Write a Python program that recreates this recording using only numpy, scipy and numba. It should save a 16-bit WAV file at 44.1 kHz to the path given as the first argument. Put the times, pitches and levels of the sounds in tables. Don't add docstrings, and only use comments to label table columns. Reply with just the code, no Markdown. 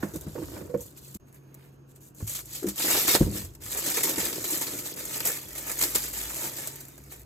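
import sys
import numpy as np
from scipy import signal
from scipy.fft import rfft, irfft
from scipy.io import wavfile
from scipy.ndimage import uniform_filter1d
from numba import njit

SR = 44100
rng = np.random.default_rng(int(sys.argv[2]) if len(sys.argv) > 2 else 0)


def to_wav(sig):
    pcm = np.clip(np.atleast_2d(sig), -1, 1) * 32767
    pcm = np.round(pcm).astype(np.int16)
    wavfile.write(sys.argv[1], SR, pcm.T)


N = 319725
T, HZ = np.arange(N) / SR, np.arange(N // 2 + 1) * SR / N + 1e-3

# time in seconds, hiss level in dB.
FILM_PULL = [
    [(0.0, -48), (0.132, -53), (0.148, -48), (0.2, -56), (0.236, -50), (0.3, -52), (0.4, -49),
     (0.48, -48.5), (0.58, -49), (0.66, -54.5), (0.752, -59), (0.77, -63), (0.8, -48), (0.814, -48),
     (0.855, -52), (0.87, -51), (0.944, -62), (0.976, -46.5), (1.01, -55.5), (1.06, -48), (1.1, -50),
     (1.135, -53), (1.17, -50)],
    [(1.2, -85), (1.262, -72), (1.285, -58), (1.312, -68), (1.364, -58), (1.406, -69.5), (1.534, -68),
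     (1.544, -63), (1.572, -63.5), (1.64, -59.5), (1.698, -63.5), (1.86, -82), (1.89, -60), (1.92, -58),
     (1.935, -70), (1.948, -67), (1.962, -52.5), (1.998, -69), (2.012, -52.5), (2.084, -51.5), (2.11, -65),
     (2.138, -75), (2.148, -60), (2.2, -42)],
    [(2.21, -46), (2.264, -46), (2.278, -33), (2.394, -35), (2.438, -53), (2.55, -38), (2.65, -50.5),
     (2.69, -37), (2.72, -52), (2.802, -28.5), (2.944, -21.5), (3.064, -25.5), (3.08, -21.5), (3.162, -19),
     (3.18, -30.5), (3.3, -44), (3.374, -30), (3.44, -42.5), (3.52, -59), (3.6, -69)],
    [(3.62, -43.5), (3.734, -31.5), (3.765, -33.5), (3.79, -31), (3.84, -31), (3.9, -26), (3.935, -31.5),
     (3.985, -27), (4.025, -32), (4.1, -26), (4.154, -36.5), (4.204, -27), (4.36, -34), (4.436, -35.5),
     (4.454, -27), (4.472, -31), (4.514, -29), (4.545, -26.5), (4.595, -34.5), (4.63, -32), (4.655, -40),
     (4.68, -34), (4.776, -35), (4.792, -36.5), (4.83, -40), (4.864, -33), (4.888, -36.5), (4.936, -33.5),
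     (4.96, -48), (4.968, -37.5), (5.0, -33)],
    [(5.02, -35.5), (5.08, -36.5), (5.172, -29.5), (5.185, -35.5), (5.24, -34), (5.26, -25), (5.47, -43),
     (5.59, -40), (5.65, -39), (5.72, -31.5), (5.75, -38.5), (5.83, -24), (5.865, -29), (5.92, -33.5),
     (5.96, -27), (5.98, -29), (6.09, -32.5), (6.105, -37.5), (6.128, -40), (6.14, -31.5), (6.21, -31),
     (6.3, -36), (6.44, -30.5), (6.55, -40), (6.57, -35.5), (6.66, -37.5), (6.69, -39.5), (6.75, -46),
     (6.77, -44), (6.8, -46), (6.82, -47), (6.875, -52), (6.9, -51.5), (6.97, -53.5), (7.0, -55),
     (7.1, -52.5), (7.12, -41.5), (7.19, -53), (7.22, -52), (7.25, -65)],
]
# time in seconds, then rustle and folds in dB against the hiss.
FILM_DULLNESS = [(0, -9.5, 6), (.45, -4, -17), (.57, -4, 6), (.7, -8.5, -28), (.9, -6.5, -49),
                 (1.2, -8.5, -7), (1.6, -3, 2), (2.1, -14, -25), (2.3, -9, -18.5), (2.5, -6, -12.5),
                 (2.7, -5.5, -14), (2.9, -3.5, -11.5), (3.2, -5.5, -13), (4, -6.5, -7.5), (4.6, -7, -12.5),
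                 (5.2, -7, -8.5), (6, -7.5, -10.5), (6.6, -6.5, -8), (7.25, -8, -7)]
# time in seconds, change in dB.
FILM_LOWER_TREBLE = [(0, 0), (.6, -0.5), (1.1, -0.5), (1.3, -5), (1.55, -8), (1.8, -1.5), (2.05, -1),
                     (2.5, 1), (3.2, -1), (4, 1), (5, 0), (6, -1), (6.7, 1), (7.25, -2.5)]
# start in seconds, level in dB, rustle and folds in dB against that level,
# fade time in seconds. A fade time (t60) is how long a sound takes to drop by 60 dB.
LOUD_SNAPS = [(0.1371, -33, -18.5, -26, 0.28), (0.159, -28, -21, -28, 0.098),
              (0.21, -29.5, -25, -32, 0.064), (0.776, -39, -27, -24, 0.062), (0.808, -28.5, -36, -35, 0.18),
              (0.8614, -39, -28, -36, 0.17), (0.974, -36, -29, -18, 0.07), (1.1438, -29, -17, -29, 0.11),
              (1.3274, -45, -31, -21, 0.088), (1.344, -38.5, -30, -20, 0.13), (1.544, -33, -40, -30, 0.043),
              (1.961, -42, -14, -30, 0.044), (2.1475, -41, -39, -34, 0.08), (2.2753, -20, -23, -30, 0.15),
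              (2.2957, -21, -34, -23, 0.08), (2.349, -21.5, -15, -26, 0.22), (2.386, -31, -25, -12, 0.08),
              (2.456, -33, -34, -37, 0.11), (2.5276, -23.5, -20, -31, 0.11), (2.55, -23.5, -15, -39, 0.29),
              (2.6297, -26, -18, -22, 0.084), (2.6673, -19.5, -17, -17, 0.067),
              (2.6853, -17, -16.5, -23, 0.13), (2.759, -25, -25, -36, 0.097),
              (2.7784, -19.5, -9.5, -28, 0.14), (2.7978, -26, -5, -3.5, 0.08),
              (2.8192, -15.5, -10.5, -28, 0.26), (2.88, -16, -19, -8.5, 0.2), (2.902, -11, -26, -20, 0.2),
              (2.966, -12.5, -11, -14.5, 0.21), (3.014, -17, -13, -19, 0.054),
              (3.0789, -11, -12, -12.5, 0.29), (3.138, -15.5, -6, -8.5, 0.13),
              (3.1475, -12.5, -2, -15, 0.058), (3.195, -18, -27, -29, 0.072), (3.2914, -41, -19, -21, 0.07),
              (3.3588, -52, -18, -33, 0.17), (3.448, -29, -15, -19, 0.088), (3.5369, -43, -14, -29, 0.067),
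              (3.55, -29.5, -16, -21, 0.042), (3.6042, -43, -12, -10, 0.08), (3.62, -35, -16, -10.5, 0.12),
              (3.6353, -27, -18, -25, 0.085), (3.656, -30, -16, -28, 0.08), (3.716, -18, -24, -31, 0.098),
              (3.7726, -15, -33, -22, 0.13), (3.8658, -17, -15, -22, 0.26), (3.9, -15.5, -22, -21, 0.061),
              (3.942, -17.5, -10, -16, 0.16), (3.9695, -12.5, -16, -8.5, 0.093),
              (4.007, -15, -16, -11, 0.04), (4.0319, -8.5, -15, -41, 0.18),
              (4.0918, -11.5, -15.5, -23, 0.096), (4.137, -23, -9, -11, 0.088),
              (4.1583, -20.5, -11, -17, 0.087), (4.1806, -16, -13, -11.5, 0.08),
              (4.2004, -14.5, -14, -15.5, 0.18), (4.253, -14, -10, -25, 0.053),
              (4.268, -19, -7, -24, 0.032), (4.3272, -17.5, -13, -13.5, 0.06), (4.375, -29, -12, -16, 0.17),
              (4.4416, -16, -12, -15, 0.071), (4.4774, -20, -26, -25, 0.1), (4.5068, -16, -37, -28, 0.38),
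              (4.573, -13, -31, -33, 0.058), (4.611, -15, -17, -18, 0.25), (4.6667, -20.5, -10, -18, 0.11),
              (4.7092, -31, -13, -16, 0.089), (4.7875, -16, -19, -26, 0.11), (4.7785, -36, -32, -37, 0.14),
              (4.841, -34, -13, -24, 0.08), (4.8571, -21.5, -18, -21, 0.082), (4.964, -31, -27, -30, 0.095),
              (5.0537, -18.5, -33, -35, 0.049), (5.1392, -22.5, -12, -15, 0.16),
              (5.2034, -13.5, -8.5, -10, 0.041), (5.2533, -10.5, -35, -37, 0.057),
              (5.272, -9.5, -27, -20, 0.13), (5.354, -32, -22, -22, 0.062), (5.5516, -24, -18, -19.5, 0.47),
              (5.579, -18.5, -20, -19, 0.11), (5.6447, -34.5, -23, -9, 0.25), (5.6654, -23, -26, -14, 0.45),
              (5.6955, -21, -20, -9, 0.12), (5.7154, -20, -22, -23, 0.088), (5.7414, -23, -24, -31, 0.093),
              (5.788, -17, -25, -37, 0.1), (5.8125, -7, -14.5, -25, 0.057),
              (5.8244, -5.5, -14.5, -17.5, 0.048), (5.8356, -6.5, -10, -18, 0.037),
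              (5.841, -10.5, -17, -26, 0.087), (5.9364, -40, -30, -24, 0.062), (5.948, -11, -16, -19, 0.06),
              (5.9525, -6.5, -17, -20.5, 0.059), (5.958, -4, -17, -22, 0.03), (5.9654, -19, -7, -11, 0.05),
              (6.131, -24, -31, -27, 0.12), (6.3013, -27.5, -22, -7.5, 0.1),
              (6.3607, -19.5, -25, -21, 0.14), (6.4406, -17.5, -19, -17.5, 0.19),
              (6.564, -25, -16, -17, 0.27), (6.6723, -18, -17, -20.5, 0.083), (6.757, -29, -18, -31, 0.066),
              (6.8052, -27, -21, -21, 0.11), (6.851, -33, -27, -24, 0.046), (6.8833, -30.5, -30, -16, 0.04),
              (6.9782, -31.5, -28, -10, 0.043), (7.1102, -44, -25, -20, 0.08),
              (7.1207, -30, -24, -15, 0.16), (7.195, -38, -27, -23, 0.13)]
# start in seconds, peak level in dB.
CREASE_TICKS = [(0.088, -35), (0.1375, -35), (0.161, -23), (0.211, -27), (0.742, -39), (0.775, -37),
                (0.807, -29), (0.862, -30), (0.9125, -40), (1.149, -25), (1.3275, -37), (1.3458, -38),
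                (1.5437, -32), (1.548, -32), (1.6238, -46), (1.64, -46), (1.659, -42), (1.892, -53),
                (1.961, -39), (1.9823, -48), (2.1485, -38), (2.297, -21), (2.4574, -28), (2.631, -27),
                (2.687, -22), (3.08, -7), (3.4485, -29), (3.5372, -42), (3.55, -37), (3.621, -33),
                (3.7755, -15), (4.0095, -14), (4.2563, -15), (4.2715, -18), (4.4425, -17), (4.651, -24),
                (4.779, -23), (4.9655, -29), (5.0538, -21), (5.2046, -17), (5.2533, -9), (5.2722, -12),
                (5.328, -20), (5.4857, -28), (5.531, -25), (5.6276, -26), (5.6663, -22), (5.7165, -13),
                (5.7562, -21), (5.7806, -17), (5.792, -12), (5.816, -13), (5.824, -8), (5.9586, -9),
                (6.132, -25), (6.6737, -17), (6.7575, -25), (6.7617, -24), (6.807, -28), (6.8527, -30),
                (6.884, -29), (6.9565, -36), (6.9794, -31), (7.038, -37), (7.111, -34), (7.1236, -26),
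                (7.196, -35), (7.218, -34)]
# pitch in Hz, width in Hz, strength in dB.
WALL_RESONANCES = [(623, 99, 0), (898, 25, 23), (1075, 34, 20), (1243, 354, 26), (1750, 500, 23),
                   (1794, 45, 21.5), (2167, 20, 17)]
# start in seconds, level in dB, favoured pitch in Hz,
# drop away from that pitch in dB per octave, damping (1 rings freely, more dies sooner), rise in seconds,
# clack and deep thud in dB against the level, left minus right in dB.
CASE_KNOCKS = [(0.027, -25.5, 1500, 22, 1.3, 0.00096, -6.5, -40, -6),
               (0.03, -16.5, 209, 15.5, 1.03, 0.0025, -20, -33, -3),
               (0.136, -29, 350, 26, 0.81, 0.0048, -25, -20, 3),
               (0.152, -23.5, 326, 4.5, 3.4, 0.017, -30.5, -17, -3),
               (0.263, -25.5, 163, 12.5, 1.26, 0.0036, -14.5, -11, 2),
               (0.353, -28, 487, 17, 1.7, 0.0029, -9, -23, -5),
               (0.377, -43, 1070, 30, 1.5, 0.0016, -13, -30, -2),
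               (0.376, -25, 286, 7, 0.66, 0.0042, -26, -27, -3.5),
               (0.418, -27, 420, 12, 1.6, 0.0016, -17, -25, -6),
               (0.424, -24.5, 300, 20, 1.7, 0.0037, -19, -16, -4),
               (0.562, -37, 400, -7, 1.2, 0.007, -4, -20, -6),
               (0.602, -29.5, 304, 7, 0.96, 0.0056, -9, -15, -7),
               (0.688, -34, 493, 48, 0.18, 0.0069, -10, -15, -6),
               (0.7405, -18, 495, 60, 1.23, 0.003, -22.5, -28, -5),
               (0.742, -20, 258, 6, 1.26, 0.0031, -31, -27, 2),
               (0.778, -36, 488, 60, 0.7, 0.0046, -26, -10, -6),
               (0.806, -39.5, 488, 60, 0.65, 0.004, -26, -15, -8),
               (1.149, -32.5, 206, 28, 2.3, 0.0035, -33, -12, -1),
               (2.204, -35.5, 300, 3, 1.5, 0.0018, -7.5, -20, 3),
               (2.221, -31, 180, 16, 1.35, 0.0011, -35, -4.5, 2),
               (2.227, -25.5, 91.5, 16, 3, 0.0013, -41, -11, -2),
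               (2.624, -26.5, 370, 39, 0.33, 0.0028, -10, -24, 6),
               (2.642, -14.5, 349, 39, 1.3, 0.004, -28, -37, 3),
               (2.657, -27, 205, 40, 0.74, 0.004, -30, -30, 2),
               (2.674, -29, 380, 30, 0.91, 0.0033, -20, -30, 4),
               (2.673, -23.5, 233, 36, 0.9, 0.0018, -15, -14, 1.5),
               (2.841, -25.5, 310, 23, 0.93, 0.003, 2, -36, -2),
               (2.88, -32, 314, 13, 2, 0.0021, -14, -29, -11),
               (2.941, -26, 380, 36, 0.72, 0.0043, 7.5, -39, 1),
               (2.976, -50, 382, 14, 0.74, 0.003, 2, -34, 1),
               (3.077, -24.5, 360, 22, 0.56, 0.0041, -16, -35, 3),
               (3.149, -8.5, 410, 7, 1, 0.00086, -10, -35, -1.5),
               (3.1505, -19, 610, 4, 0.76, 0.0013, -14, -32, -3),
               (3.207, -3, 156, 11.5, 1.3, 0.0023, -27, -10, 1.5),
               (3.224, -14, 119, 9, 2.8, 0.0032, -30, -16, 10),
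               (3.264, -17.5, 162, 15, 0.95, 0.0038, -32, -27, -5),
               (3.288, -20.5, 113, 18, 0.31, 0.0016, -47, -25, 2),
               (3.33, -27, 160, 15.5, 0.8, 0.0045, -40, -20, 0),
               (3.38, -32.5, 200, 12, 0.8, 0.005, -35, -20, 0),
               (3.75, -35, 423, 21, 1.5, 0.0039, 6, -18, -0.5),
               (3.874, -25.5, 292, 7, 1.4, 0.0025, -7, -27, -4),
               (3.972, -30, 334, 17, 1.5, 0.0036, -3, -30, 0),
               (4.035, -23.5, 291, -0.5, 0.27, 0.0029, -12, -27, -2),
               (4.07, -27, 920, 18, 1, 0.003, -15, -30, -2),
               (4.089, -26, 314, 6, 0.87, 0.0033, -10, -29, 0),
               (4.177, -20.5, 218, 2, 1.3, 0.0038, -31, -28, 1),
               (4.219, -29, 470, 10, 0.62, 0.0042, -6, -8, 0),
               (4.382, -20.5, 376, 14, 4.4, 0.0017, -21, -23, 0),
               (4.531, -31, 360, 12, 1.5, 0.0026, -15, -25, 0),
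               (4.569, -32, 420, 12, 1.7, 0.003, -13, -27, -2),
               (4.673, -38, 316, 18, 0.65, 0.0033, -3, -28, -2.5),
               (4.728, -30, 293, 14, 0.82, 0.0038, -8, -16, -3),
               (4.752, -27.5, 300, 12, 1.7, 0.0022, -22, -18, 0),
               (4.769, -40, 132, 4, 1.2, 0.0026, -6, -11, -0.5),
               (5.273, -32, 560, 9, 0.84, 0.0062, 0, -29, -2.5),
               (5.83, -31.5, 353, 21, 0.37, 0.0041, -15, -25, 2),
               (5.951, -24.5, 330, 6, 1.6, 0.0044, -12, -21, -1),
               (6.435, -32, 346, 27, 0.64, 0.0042, -14, -26, -1.5)]
# pitch in Hz, strength in dB, fade time in seconds.
CASE_TONES = [(60, -50, 0.15), (107.2, -11.5, 0.2), (151, -3.5, 0.23), (201, -1.5, 0.16),
              (313.3, 6.5, 0.093), (347.1, 7, 0.083), (398, 8, 0.059), (486.6, 5.5, 0.076),
              (552, -0.5, 0.11), (613, -3, 0.053), (921, 5.5, 0.042), (1074, 2, 0.053), (1224, -7, 0.061),
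              (1476, -2, 0.043), (1770, 3, 0.026), (2320, -2, 0.027)]
# time in seconds, hollow rumble in dB, deep rumble in dB,
# favoured pitch in Hz.
HAND_DRAG = [(0.0, -46, -44, 267), (0.32, -52, -48, 238), (0.34, -46, -40.5, 332), (0.62, -44, -46.5, 310),
             (0.77, -50, -53, 467), (0.97, -59.5, -57, 223), (1.9, -61, -58, 225), (2.5, -58.5, -50.5, 260),
             (2.99, -39.5, -77, 376), (3.15, -46, -62, 393), (3.23, -35.5, -48, 229),
             (3.39, -42.5, -33.5, 245), (3.55, -59, -45, 219), (3.74, -49.5, -47, 364),
             (4.1, -39.5, -68, 360), (4.64, -44.5, -55, 370), (5.57, -52, -54, 288.5),
             (5.86, -47, -62, 350), (6.16, -52, -51, 292), (6.46, -48.5, -53, 343), (6.97, -56.5, -56, 265),
             (7.25, -60, -51, 252)]
# frequency in Hz, relative strength in dB.
HISS_COLOUR = [(4500, -66), (5800, -2.5), (7500, 2), (9300, -3.5), (11000, 1), (13000, -1.5), (16000, -4.5)]
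RUSTLE_COLOUR = [(2000, -5), (2700, -0.5), (4000, 4.5), (5400, 4.5), (6500, -7.5)]
FOLD_COLOUR = [(400, 20.5), (700, 9), (1100, -6), (1800, 0), (2500, 18.5), (3400, 11)]
SCRAPE_COLOUR = [(400, -6.5), (600, 3), (1000, -5.5), (1500, -2.5), (2200, -9.5), (3200, -20.5)]
DEEP_COLOUR = [(20, -34), (35, 0), (55, 15.5), (80, 8), (110, 13), (160, -35.5)]
ROOM_COLOUR = [(18, -50), (30, -10), (138, -5), (211, -5), (344, -6.5), (612, -20.5), (1620, -23),
               (2020, -36), (2760, -27.5), (3450, -40), (6000, -38), (7800, -76), (13200, -120)]
# pitch in Hz, level at its loudest in dB.
WHINE_TONES = [(6121, -90), (6525, -74)]
# start, end of the swell and stop in seconds, pitch in Hz, full level in dB.
DRONE_SPANS = [(5.4, 6.2, 6.42, 54.7, -41), (6.8, 7.104, 8.7, 60.5, -50)]
# frequency in Hz, left minus right in dB.
PORT_BALANCE = [(60, .5), (200, 0), (380, -0.5), (700, -7), (1290, -2), (2380, -2), (4400, 1), (8000, 3)]

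DIP_START_S, DIP_END_S = 1.174, 1.197


def film():
    (pull_db,), (rustle_db, folds_db) = curves(*FILM_PULL), curves(FILM_DULLNESS)
    small = creases(per_s=900, spread_db=2.0, t60=0.003, calm=1.2)
    large = creases(per_s=80, spread_db=1.5, t60=0.049, calm=4.4)
    hiss = film_hiss()
    rustle = shimmer(film_rustle(), depth_db=3.8)
    hiss = hiss.std() * shimmer(hiss, depth_db=2.5)
    folds = shimmer(folds_and_scrape(), depth_db=3.0)
    crinkle = np.sqrt(small * large) * hiss
    crinkle += undb(rustle_db) * small ** 0.033 * large ** 0.066 * rustle
    crinkle += undb(folds_db) * large * folds
    out = undb(pull_db) * crinkle + snaps(hiss, rustle, folds)
    lower_treble = irfft(rfft(out) / (1 + ((HZ - 6800) / 1700) ** 4), N)
    return out + (undb(curves(FILM_LOWER_TREBLE)[0]) - 1) * lower_treble


def creases(per_s, spread_db, t60, calm):
    hits = (rng.random(N) < per_s / SR) * undb(2 * spread_db * rng.exponential(size=N))
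    decay = np.exp(-2 * np.log(1000) / (t60 * SR))
    power = signal.lfilter([1 - decay], [1, -decay], hits)
    power = power + calm * uniform_filter1d(power, size=2000) + 1e-9
    return power / uniform_filter1d(power, size=2000)


def film_hiss():
    rings = patches(count=14000, low_hz=6000, high_hz=15000, cycles=12, spread_db=2.2)
    hiss = noise(shape(HISS_COLOUR), alike_hz=1500) + undb(-23.5) * rings
    flare = creases(per_s=25, spread_db=2.0, t60=0.2, calm=0.5)
    return hiss + undb(-6.5) * np.sqrt(flare) * noise(bump(8800, width_hz=3000), alike_hz=1500)


def film_rustle():
    return rasp(shape(RUSTLE_COLOUR), alike_hz=1100,
                count=9000, low_hz=1900, high_hz=6500, cycles=8, spread_db=2.6)


def folds_and_scrape():
    walls = sum(undb(db) * bump(hz, width_hz) for hz, width_hz, db in WALL_RESONANCES)
    folds = rasp(shape(FOLD_COLOUR) * (1 + 5.1 * walls), alike_hz=1400,
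                 count=7000, low_hz=450, high_hz=3200, cycles=6, spread_db=2.0)
    scrape = noise(shape(SCRAPE_COLOUR), alike_hz=1200)
    return np.where(T < DIP_END_S, scrape, folds)


def rasp(colour, alike_hz, **patch_settings):
    smooth = noise(colour, alike_hz)
    grit = irfft(rfft(patches(**patch_settings)) * colour, N)
    return 0.75 * smooth + 0.65 * grit / grit.std()


def patches(count, low_hz, high_hz, cycles, spread_db):
    when, pitch, length, strength, side = rng.random((count, 5)).T
    hz = low_hz * (high_hz / low_hz) ** pitch
    size = undb(-spread_db * np.log(1 - strength)) * np.sqrt(hz)
    start, lag = (when * N).astype(np.int64), (24 * side - 12).astype(np.int64)
    out = pings(start, hz, cycles * (0.5 + length), size, lag)
    return out / np.sqrt(uniform_filter1d(np.mean(out ** 2, axis=0), size=3000) + 1e-12)


@njit
def pings(start, hz, cycles, size, lag):
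    out = np.zeros((2, N + 4096))
    for k in range(len(start)):
        step = np.exp(2j * np.pi * hz[k] / SR - 3 * hz[k] / (cycles[k] * SR))
        wave = size[k] + 0j
        for i in range(min(int(2 * cycles[k] * SR / hz[k]), 4000)):
            out[0, start[k] + 16 + i] += wave.imag
            out[1, start[k] + 16 + lag[k] + i] += wave.imag
            wave *= step
    return out[:, :N]


def shimmer(sound, depth_db):
    spectrum = signal.stft(sound, nperseg=1024)[2]
    flicker = uniform_filter1d(rng.standard_normal(spectrum.shape[1:]), size=2, axis=0)
    flicker = uniform_filter1d(flicker, size=5, axis=1)
    out = signal.istft(spectrum * undb(depth_db * flicker / flicker.std()), nperseg=1024)[1][:, :N]
    return out / out.std()


def snaps(hiss, rustle, folds, rise_s=0.0016, tick_db=-1, tick_t60=0.0081):
    out = np.zeros((2, N))
    for start_s, level_db, rustle_db, folds_db, t60 in LOUD_SNAPS:
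        i = int(start_s * SR)
        age = T[:min(8000, N - i)]
        piece = slice(N - i - len(age), N - i)
        crack = undb(-9.5) * hiss[:, piece]
        burst = crack + undb(rustle_db) * rustle[:, piece] + undb(folds_db) * folds[:, piece]
        fade = undb(-60 * age / t60) * (1 - np.exp(-age / rise_s))
        tick = undb(tick_db - 60 * age / tick_t60) * crack
        out[:, i:i + len(age)] += undb(level_db) * (tick + fade * burst)
    return out


def ticks(t60=0.004):
    out, age = np.zeros(N + 400), T[:400]
    bright = signal.butter(3, [6500, 15900], "band", fs=SR)
    for start_s, peak_db in CREASE_TICKS:
        tick = signal.lfilter(*bright, rng.standard_normal(len(age)) * undb(-60 * age / t60))
        i = int(start_s * SR)
        out[i:i + len(age)] += undb(peak_db) * tick / abs(tick).max()
    return out[:N]


def knocks(clack_t60=0.1, thud_t60=0.35):
    out, age = np.zeros((4, 2 * N)), T[:SR // 5]
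    hz, db, t60 = np.transpose(CASE_TONES)[:, :, None]
    for start_s, level_db, pitch_hz, focus_db, damping, rise_s, clack_db, thud_db, pan_db in CASE_KNOCKS:
        detune, strength, phase = rng.standard_normal((3, len(CASE_TONES), 1))
        swell = (1 - np.exp(-age / rise_s)) ** 2 * (1 - age / age[-1])
        tone_db = db - focus_db * abs(np.log2(hz / pitch_hz)) + 1.2 * strength
        tones = np.sin(2 * np.pi * hz * (1 + 0.008 * detune) * age + 0.4 * phase)
        fade = undb(-60 * age * max(damping, 0.2) / t60)
        body = swell * np.sum(undb(tone_db) * fade * tones, axis=0)
        body = body / abs(body).max() * undb(np.array([[0.5], [-0.5]]) * pan_db)
        clack = swell * undb(clack_db - 60 * age / clack_t60)
        thud = swell * undb(thud_db - 60 * age / thud_t60)
        i = int(start_s * SR)
        out[:, i:i + len(age)] += undb(level_db) * np.vstack([body, clack, thud])
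    left, right, clack, thud = out[:, :N]
    clacks = clack * noise(shape(SCRAPE_COLOUR), alike_hz=1200)
    thuds = thud * noise(shape(DEEP_COLOUR), alike_hz=500)
    return np.array([left, right]) + clacks + thuds


def drag():
    hollow_db, deep_db, pitch_hz = curves(HAND_DRAG)
    judder = creases(per_s=80, spread_db=1.5, t60=0.033, calm=0.7)
    rub = np.sqrt(judder) * noise(HZ > 150, alike_hz=750)
    hollow, power = 0, 0
    for hz, db, t60 in CASE_TONES[2:]:
        share = undb(db - 7 * abs(np.log2(hz / pitch_hz)))
        tone = ring(rub, hz, 0.74 * t60)
        hollow += share * tone / tone.std()
        power += share ** 2
    deep = noise(shape(DEEP_COLOUR), alike_hz=460)
    return undb(hollow_db) * hollow / np.sqrt(power) + undb(deep_db) * deep


def drone(swell_db=11, edge_s=0.14):
    out = 0
    for start_s, full_s, stop_s, hz, db in DRONE_SPANS:
        edges = np.clip(np.minimum(T - start_s, stop_s - T) / edge_s, 0, 1)
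        swell = undb(db - swell_db * np.clip((full_s - T) / (full_s - start_s), 0, 1))
        out += edges * swell * np.sqrt(2) * np.sin(2 * np.pi * hz * T)
    return out


def room(hum_hz=136.6):
    waver = noise(bump(hum_hz, width_hz=10.5), alike_hz=570)
    hum = 0.6 * waver + 1.84 * np.sin(2 * np.pi * hum_hz * T)
    whine = sum(np.sqrt(2) * undb(db) * np.sin(2 * np.pi * hz * T) for hz, db in WHINE_TONES)
    whine *= np.interp(T, [1.19, 1.2, 2.2, 2.3], [0.088, 1.0, 0.32, 0.22])
    wash = noise(shape(ROOM_COLOUR), alike_hz=490)
    return undb(-54.5) * wash + undb(-55.5) * hum + whine


def undb(db):
    return 10 ** (np.asarray(db) / 20)


def shape(points):
    hz, db = np.transpose(points)
    return undb(np.interp(np.log(HZ), np.log(hz), db))


def bump(hz, width_hz):
    return 1 / (1 + ((HZ - hz) / width_hz * 2) ** 2)


def noise(colour, alike_hz):
    mid, side = rfft(rng.standard_normal((2, N))) * colour
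    share = 1 / np.sqrt(1 + (alike_hz / HZ) ** 2)
    out = irfft(np.array([mid + share * side, mid - share * side]) / np.sqrt(1 + share ** 2), N)
    return out / out.std()


def curves(*tables):
    seconds, *columns = np.transpose(np.vstack(tables))
    return [np.interp(T, seconds, column) for column in columns]


def ring(push, hz, t60):
    pole = np.exp(2j * np.pi * hz / SR - np.log(1000) / (t60 * SR))
    return signal.lfilter([1], [1, -pole], push).imag


def scene():
    return film() + ticks() + knocks() + drag() + room() + drone()


def record(dry, bass_cut_hz=58, one_port_hz=6760, lag_s=0.0001548, top_hz=15900):
    tilt = np.sqrt(shape(PORT_BALANCE))
    bass_loss = np.sqrt(1 + (bass_cut_hz / HZ) ** 6)
    left, right = rfft(dry) * np.array([tilt, 1 / tilt]) / bass_loss
    from_left = 1 / (1 + (one_port_hz / HZ) ** 12)
    late_left = left * np.exp(-2j * np.pi * HZ * lag_s)
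    right = np.sqrt(1 - from_left) * right + np.sqrt(from_left) * late_left
    dip_times = [DIP_START_S - 0.004, DIP_START_S, DIP_END_S, DIP_END_S + 0.0029]
    out = irfft(np.array([left, right]), N) * np.interp(T, dip_times, [0.82, 0.015, 0.054, 0.68])
    top_cut = signal.ellip(10, 0.2, 80, top_hz, fs=SR, output="sos")
    return signal.sosfilt(top_cut, out)


dry = scene()
out = record(dry)
to_wav(out)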